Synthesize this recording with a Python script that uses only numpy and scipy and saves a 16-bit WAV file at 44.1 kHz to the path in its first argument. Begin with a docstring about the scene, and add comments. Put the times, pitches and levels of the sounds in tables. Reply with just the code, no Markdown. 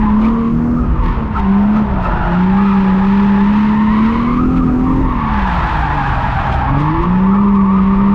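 """Drifting, from the driver's seat

A six-cylinder exhaust booms as the revs pass the cabin's resonances and turns lumpy near the top;
at each lift of the throttle it drops back and air buffets the cabin. Sliding tyres stick and slip
in squeals and yelps, and scrub over the grit. Jolts rattle the trim, keys tinkle, the intake
hisses, and a limiter holds the peaks."""
import sys
import numpy as np
from scipy import signal
from scipy.fft import rfft, irfft, next_fast_len
from scipy.io import wavfile
from scipy.ndimage import uniform_filter1d, minimum_filter1d, map_coordinates

SR = 44100
rng = np.random.default_rng(int(sys.argv[2]) if len(sys.argv) > 2 else 0)


def log_audio(samples):
    """Write samples as a 16-bit WAV file to the path given in sys.argv[1]."""
    # one column per channel
    frames = np.atleast_2d(samples).T
    # limit to full scale, then quantise
    limited = np.clip(frames, -1, 1)
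    pcm = np.round(limited * 32767).astype(np.int16)
    wavfile.write(sys.argv[1], SR, pcm)


N = 358974
T = np.arange(N) / SR

# The exhaust as the cabin passes it on full throttle:
# (firing rate [Hz], boom [dB], second harmonic [dB], lumpiness [dB])
CABIN_RESPONSE = [(123.5, -16, -35, -25.5), (128.5, -13, -23.5, -23), (140.85, -15, -17, -24.5),
                  (156, -14.5, -20.5, -35), (166.7, -20, -22.5, -25.5), (179, -12, -29.5, -27.5),
                  (191.7, -10.5, -29, -33), (200.4, -9.5, -26.5, -31), (207, -11.5, -38, -28),
                  (225, -10.5, -33.5, -23), (227.9, -14.5, -25, -26.5), (233.6, -15, -37, -22),
                  (249.1, -15, -32.5, -20.5), (250.3, -13, -42.5, -19.5), (264.5, -15, -34.5, -18)]
# Partials of the uneven engine cycle: (multiple of the six-firing cycle, level [dB])
CYCLE_PARTIALS = [(2, -14.5), (3, -11.5), (4, -4.5), (5, -3.5), (7, -7.5), (8, -9.5), (9, -11), (10, -12.5),
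                  (11, -23.5), (13, -11.5)]


def exhaust(firing_hz, drop_db, second_drop_db, cabin_cutoff_hz=370):
    """Six firings a cycle boom in the cabin; unequal cylinders add lumps between the harmonics."""
    rates_hz, *levels = np.transpose(CABIN_RESPONSE)
    boom_db, second_db, lumps_db = (np.interp(firing_hz, rates_hz, level) for level in levels)
    phase = 2 * np.pi * np.cumsum(firing_hz * (1 + .0026 * walk(60))) / SR
    burble = 1 + (.085 - .01 * drop_db) * walk(45)  # less steady off the throttle
    boom = undb(boom_db + drop_db) * burble * np.sin(phase)
    second_gain = undb(second_db - 1 + second_drop_db + .56 * walk(7)) * (1 + .19 * walk(35))
    second = second_gain * np.sin(2 * phase + .31 * walk(46))
    rasp_db = np.where(firing_hz > 249.7, -36, -47)  # steps up near the top of the revs
    rasp = undb(rasp_db + drop_db) * (1 + .3 * walk(30)) * np.sin(3 * phase)
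    cycle_phase, cycle_hz = phase / 6, firing_hz / 6
    lumps = 0
    for order, db in CYCLE_PARTIALS:
        # the body lets only the deeper partials through
        passed = 1 / np.sqrt(1 + (order * cycle_hz / cabin_cutoff_hz) ** 10)
        partial = np.sin(order * cycle_phase + rng.uniform(0, 2 * np.pi) + .51 * walk(18))
        lumps += undb(db) * passed * (1 + .5 * walk(22)) * partial
    return np.sqrt(2) * (boom + second + rasp + undb(lumps_db + .34 * drop_db) * lumps)


# Foot off the throttle:
# (start [s], end [s], boom change [dB], second harmonic change [dB], buffeting change [dB])
THROTTLE_LIFTS = [(0.848, 1.447, -12, -2.5, 4.5), (1.863, 2.262, -11.5, -6.5, 6.5),
                  (5.026, 6.68, -8.5, -12, 3.5), (6.9, 7.063, -4, 3, 0)]


def throttle_lifts(pedal_s=.08):
    """The throttle closes and reopens: dB curves for the boom, second harmonic and buffeting."""
    return sum(np.outer(changes_db, gate(start, end, pedal_s))
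               for start, end, *changes_db in THROTTLE_LIFTS)


def squeal(hz, gain, slide_db, *, db, wander, climb, chirp_db, stutter_db,
           octave_db, halo_db, halo_ratio, halo_width_hz, rasp_db):
    """Tread sticks and slips in rising chirps; coarse asphalt roughens the tone and makes it stutter."""
    grit = .011 * walk(45) + .022 * walk(260)
    chirp_progress = np.cumsum(8 * np.exp(.4 * walk(9))) / SR % 1  # about 8 chirps a second
    swell_db = chirp_db * np.sin(np.pi * chirp_progress)
    bend = 1 + wander * walk(18) + climb * (chirp_progress - .5) + grit
    phase = 2 * np.pi * np.cumsum(hz * bend) / SR
    bite = undb(stutter_db * np.tanh(walk(32)) + swell_db)  # the grip comes and goes
    tone = unit(bite * np.sin(phase))
    overtones = unit(bite * np.sin(2 * phase + .91 * walk(160)))
    # less loaded tread blocks ring a little higher, out of step with each other
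    tone += undb(halo_db) * unit(undb(swell_db) * smeared(halo_ratio * phase, halo_width_hz))
    overtones += undb(halo_db - 4) * smeared(2 * halo_ratio * phase, 1.5 * halo_width_hz)
    # abrupt slips add a rasp
    overtones += undb(rasp_db) * (smeared(3 * phase, 450) + .5 * smeared(4 * phase, 600))
    brightness = undb(octave_db + .88 * (slide_db - slide_db.max()))  # opens up in a harder slide
    return gain * undb(db) * (tone + brightness * overtones)


# The deeper tyre sings almost throughout: (time [s], pitch [Hz], level [dB])
LOW_SQUEAL = [(0, 838, -26.5), (.2, 919, -33.5), (.5, 1012, -34.5), (.62, 962, -60), (.93, 910.3, -40.5),
              (1.02, 900.6, -32.5), (1.24, 869, -36.5), (1.39, 914, -31), (1.7, 882, -34.5),
              (2.0, 880.6, -29.5), (2.42, 813.7, -30), (2.7, 852, -29.5), (2.97, 829.6, -30.5),
              (3.4, 866, -28.5), (4.0, 950.5, -28.5), (4.22, 994, -28.5), (4.35, 1081, -30),
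              (4.48, 1045, -49), (4.76, 980.6, -47), (4.87, 926, -31), (5.4, 871.7, -26.5),
              (6.0, 821, -24.5), (6.65, 793, -26.5), (6.95, 883.7, -28.5), (7.15, 864, -30),
              (8.14, 925.5, -30.5)]
# The shriller tyre comes in bouts: (start [s], end [s], first pitch [Hz], last pitch [Hz], level [dB])
SHRIEKS = [(.03, .13, 1003, 1040, -22.5), (.22, .47, 1175, 1055, -28), (.76, .95, 1240, 1235, -33.5),
           (.98, 1.16, 1138, 1090, -27.5), (2.08, 2.42, 1345, 1440, -27), (2.56, 2.78, 1230, 1210, -24.5),
           (2.85, 3.5, 1168, 1147, -35.5), (3.88, 4.3, 1100, 1101, -33), (4.36, 4.73, 1250, 1235, -27),
           (4.82, 4.95, 1130, 1122, -26.5), (5.05, 5.38, 1106, 1146, -23), (5.5, 6.5, 1087, 1110, -28),
           (6.62, 7.1, 1050, 1129, -24), (7.22, 8.2, 1132, 1148, -23)]
# A loaded front tyre groans: (start [s], end [s], first pitch [Hz], last pitch [Hz], level [dB])
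GROANS = [(1.35, 1.8, 721.8, 690.5, -30), (1.9, 2.38, 650.7, 637.4, -25), (5.25, 6.78, 715.6, 639, -28)]


def tyres(slide_db):
    """Three sliding tyres squeal, each in its own register."""
    hz, level_db = curves(LOW_SQUEAL)
    low = squeal(hz, undb(level_db), slide_db, db=1.55,
                 wander=.011, climb=.02, chirp_db=0, stutter_db=4.5, octave_db=-6.5,
                 halo_db=.5, halo_ratio=1.11, halo_width_hz=160, rasp_db=-11)
    shriek = squeal(*bouts(SHRIEKS), slide_db, db=-4,
                    wander=.025, climb=.0713, chirp_db=4.5, stutter_db=5.5, octave_db=-13,
                    halo_db=-1, halo_ratio=1.03, halo_width_hz=210, rasp_db=-16.5)
    groan = squeal(*bouts(GROANS), slide_db, db=-11.5,
                   wander=.04, climb=.022, chirp_db=1, stutter_db=4.5, octave_db=4,
                   halo_db=9, halo_ratio=1.06, halo_width_hz=190, rasp_db=-18)
    return low + shriek + groan


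# Short accents as a tyre bites: (time [s], pitch [Hz], level [dB])
YELPS = [(0.086, 1007, -19), (.255, 2320, -31), (0.271, 1147, -23.5), (0.786, 1256, -24), (1.03, 930, -27),
         (1.08, 1850, -32), (1.37, 1315, -16.5), (1.39, 922, -17), (1.595, 957, -25.5), (1.771, 1285, -21),
         (2.055, 2721, -34), (2.061, 1340, -18), (2.6, 1235, -20), (2.715, 1240, -25), (4.329, 1177, -18),
         (4.395, 1220, -17.5), (4.616, 1229, -20), (7.04, 1084, -16), (7.33, 1278, -19.5),
         (7.58, 1090, -22), (7.78, 1202, -21)]


def yelps(width_s=.013, glide=.015, db=1):
    """For a moment the whole tread slips in step and gives a loud, slightly rising chirp."""
    waver = 1 + .012 * walk(90) + .03065 * walk(300)
    out = np.zeros(N)
    for time, hz, level_db in YELPS:
        from_peak = np.clip((T - time) / width_s, -6, 6)
        phase = 2 * np.pi * np.cumsum(hz * waver * (1 + glide * from_peak)) / SR
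        out += undb(level_db + db) * np.exp(-.5 * from_peak ** 2) * np.sin(phase)
    return out


# The midrange roar of scrubbing rubber: (frequency [Hz], level [dB])
SCRUB_COLOUR = [(300, -25.5), (560, -1), (740, -2.5), (950, 15), (1300, 12), (1560, 4), (2000, 1.5),
                (2600, -1), (3300, -8.5), (4200, -17), (5500, -24.5), (7500, -43.5), (10000, -42.5)]
# The bright edge of a hard slide: (frequency [Hz], level [dB])
TEAR_COLOUR = [(2000, -0.5), (3800, 8), (5500, -7), (7500, -12.5), (10000, -27.5), (11300, -35),
               (12700, -26), (14000, -42)]


def scrub(slide_db, roar_db=6, tear_db=-14, tear_growth=2.7):
    """Rubber tears over the grit with a grainy roar that turns brighter as the slide gets harder."""
    hardest_db = slide_db.max()
    roar = undb(slide_db + roar_db) * coloured(SCRUB_COLOUR)
    tear = undb(hardest_db + tear_db + tear_growth * (slide_db - hardest_db)) * coloured(TEAR_COLOUR)
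    grain_db, surge_db = .94 * walk(130), .97 * walk(8)
    return undb(grain_db + surge_db) * (roar + tear)


# The low rumble of buffeting air: (frequency [Hz], level [dB])
BUFFET_COLOUR = [(12, -5.5), (24, 1), (42, 3.5), (62, 0), (88, -6), (125, -7), (220, -13), (350, -24),
                 (600, -34)]
# Gusts through the cabin: (start [s], end [s], boost [dB])
GUSTS = [(-.1, 0.095, 15), (3.95, 4.448, 2), (6.65, 7.198, 4), (7.85, 8.3, 4.5)]


def buffeting(firing_hz, lift_db, db=-23, db_per_hz=.2077):
    """Air buffets the cabin, swelling at high revs, in gusts and as the throttle lifts."""
    revs_db = db_per_hz * np.maximum(firing_hz - 230, 0)
    gust_db = sum(boost_db * gate(start, end, .3) for start, end, boost_db in GUSTS)
    return undb(db + revs_db + lift_db + gust_db) * coloured(BUFFET_COLOUR)


# Bouts of deep throb: (start [s], end [s], pitch [Hz], level [dB])
THROBS = [(.8, .96, 56, -15), (.96, 1.23, 41, -14), (1.82, 2.36, 44, -19.5), (5.3, 6.05, 62, -16.5),
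          (6.05, 6.73, 69, -18.5)]


def throbs():
    """Air throbs unsteadily through the cabin while the car is sideways."""
    unsteady_time = np.cumsum(1 + .09 * walk(22)) / SR
    strength = 1 + .25 * walk(14)
    return strength * sum(undb(db) * gate(start, end, .08) * np.sin(2 * np.pi * hz * unsteady_time)
                          for start, end, hz, db in THROBS)


# The bed of road and wind noise: (frequency [Hz], level [dB])
ROAD_COLOUR = [(60, 2), (150, -0.5), (330, 4.5), (500, 2), (750, -1), (1200, 0.5), (2000, -17),
               (3200, -51.5), (5000, -40), (7000, -49), (9500, -58)]


def road_rush(db=-31, flutter_db=2.3):
    """Road and wind rush on throughout, with a light flutter."""
    return undb(db + flutter_db * walk(14)) * coloured(ROAD_COLOUR)


# Jolts that shake the trim: (time [s], level [dB], width [s])
JOLTS = [(0.25, -40.5, 0.033), (1.05, -44.5, 0.016), (1.09, -49, 0.015), (1.383, -40.5, 0.027),
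         (1.772, -43.5, 0.027), (2.051, -41, 0.025), (4.572, -44, 0.012), (6.538, -39, 0.02),
         (6.808, -42, 0.022), (7.032, -41.5, 0.018), (7.56, -44, 0.01)]
# The clatter of plastic: (frequency [Hz], level [dB])
TRIM_COLOUR = [(300, -12), (700, -8), (900, -1), (1100, 2.5), (1330, -0.5), (1650, 9), (2500, 10),
               (4000, -2.5), (7000, -18.5), (9500, -26.5)]


def trim_rattles(db=4, chatter_db=3):
    """Each jolt sets off a short chatter of plastic trim."""
    shake = sum(undb(level_db) * np.exp(-.5 * ((T - time) / width) ** 2)
                for time, level_db, width in JOLTS)
    return shake * undb(db + chatter_db * walk(220)) * coloured(TRIM_COLOUR)


# Key striking key: (time [s], pitch [Hz], level [dB])
KEY_TINKLES = [(1.049, 12630, -56), (1.618, 12920, -64.5), (5.099, 12850, -57), (5.212, 14870, -61)]


def keys(attack_s=.004, t60_s=.2, db=-2):
    """Dangling keys touch and ring briefly, shimmering as they swing."""
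    shimmer = 1 + .5 * walk(120)
    out = np.zeros(N)
    for time, hz, level_db in KEY_TINKLES:
        age = np.clip(T - time, 0, 1)
        envelope = np.minimum(age / attack_s, 1) * undb(level_db + db - 60 * age / t60_s)
        out += envelope * np.sin(2 * np.pi * hz * age)
    return shimmer * out


# The airy top of the intake: (frequency [Hz], level [dB])
HISS_COLOUR = [(2000, -1.5), (4500, 3.5), (6500, 0.5), (8500, -8.5), (11300, -21), (12700, -8.5),
               (14000, -26)]


def intake_hiss(firing_hz, drop_db, db=-65.5, db_per_hz=.1518):
    """The intake hisses, louder with the revs and softer off the throttle."""
    return undb(db + db_per_hz * (firing_hz - 198) + .6 * drop_db) * coloured(HISS_COLOUR)


def undb(db):
    """Decibels to gain."""
    return 10 ** (np.asarray(db) / 20)


def unit(x):
    """Scale to rms 1."""
    return x / np.std(x)


def curves(table):
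    """The columns of a timed table, one value a sample."""
    times, *columns = np.transpose(table)
    return [np.interp(T, times, column) for column in columns]


def gate(start, end, fade_s):
    """1 between start and end, 0 outside, with ramps centred on both."""
    return np.clip(.5 + np.minimum(T - start, end - T) / fade_s, 0, 1)


def bouts(table, fade_s=.12):
    """Pitch and gain of a tyre that sets in, glides evenly and lets go in each bout."""
    hz, = curves([point for start, end, first, last, _ in table
                  for point in ((start, first), (end, last))])
    gain = sum(undb(db) * gate(start, end, fade_s) for start, end, _, _, db in table)
    return hz, gain


def coloured(colour):
    """Noise of rms 1 through an EQ of (frequency [Hz], level [dB]) points, rolled off at both ends."""
    hz, db = np.transpose(colour)
    size = next_fast_len(N, real=True)
    f = np.arange(size // 2 + 1) * SR / size
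    eq = undb(np.interp(np.log(f + 1), np.log(hz), db))
    rolloff = f / (f + hz[0]) / np.maximum(1, f / hz[-1]) ** 8
    return unit(irfft(rfft(rng.standard_normal(size)) * eq * rolloff, size)[:N])


def walk(rate, hop=16):
    """Smooth random modulation of spread 1 that takes a new course `rate` times a second."""
    knots = rng.standard_normal(8192)
    times = np.arange(N // hop + 2) * hop / SR
    coarse = unit(map_coordinates(knots, [times * rate], order=3, mode="wrap"))
    return np.interp(T, times, coarse)


def smeared(phase, width_hz):
    """A tone of rms 1 whose level and phase keep changing, so that it covers a narrow band."""
    return walk(width_hz) * np.sin(phase) + walk(width_hz) * np.cos(phase)


# The revs through the drift: (time [s], firing rate [Hz])
REVS = [(0, 217.2), (.12, 208.8), (.32, 228.5), (.48, 229.5), (.62, 237), (1.05, 247), (1.47, 192),
        (1.78, 216), (2.1, 173.5), (2.3, 172.4), (2.62, 199.7), (2.92, 189.2), (3.2, 200.4), (3.42, 199.3),
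        (3.56, 209.9), (4.0, 216.2), (4.13, 229), (4.55, 259.7), (4.73, 249.3), (5.02, 266.7), (5.22, 228),
        (5.48, 185.3), (5.8, 151.2), (6.4, 123.5), (6.67, 130.3), (7.12, 181.9), (7.43, 202.4),
        (7.78, 191.2), (8.14, 201.1)]
# How hard the car slides: (time [s], scrub level [dB])
SLIDE = [(0, -34.5), (.2, -40), (.48, -41), (.62, -48.5), (.82, -44.5), (1.1, -36.5), (1.27, -41.5),
         (1.5, -38), (1.86, -39.5), (2.36, -33), (2.52, -35), (2.7, -32.5), (4.2, -33), (4.47, -40),
         (4.8, -41), (5.3, -34.5), (5.55, -31), (6.5, -32), (6.9, -36.5), (7.15, -36.5), (7.6, -42),
         (7.85, -37), (8.14, -39.5)]


def scene():
    """The mono mix: revs and throttle drive engine and buffeting; the slide shapes squeal and scrub."""
    firing_hz, = curves(REVS)
    slide_db, = curves(SLIDE)
    drop_db, second_drop_db, buffet_lift_db = throttle_lifts()
    engine = exhaust(firing_hz, drop_db, second_drop_db) + intake_hiss(firing_hz, drop_db)
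    rubber = tyres(slide_db) + yelps() + scrub(slide_db)
    air = buffeting(firing_hz, buffet_lift_db) + throbs() + road_rush()
    return (engine + rubber + air + trim_rattles() + keys())[None]


def record(dry, ceiling=.68, top_hz=15700):
    """A look-ahead limiter holds the peaks; a steep low-pass cuts the very top."""
    hold = int(SR / 60)
    gain = np.minimum(1, ceiling / (np.abs(dry) + 1e-9))
    gain = uniform_filter1d(minimum_filter1d(gain, hold), hold)
    lowpass = signal.ellip(8, .2, 70, top_hz, fs=SR, output="sos")
    return signal.sosfilt(lowpass, dry * gain)


dry = scene()
out = record(dry)
log_audio(out)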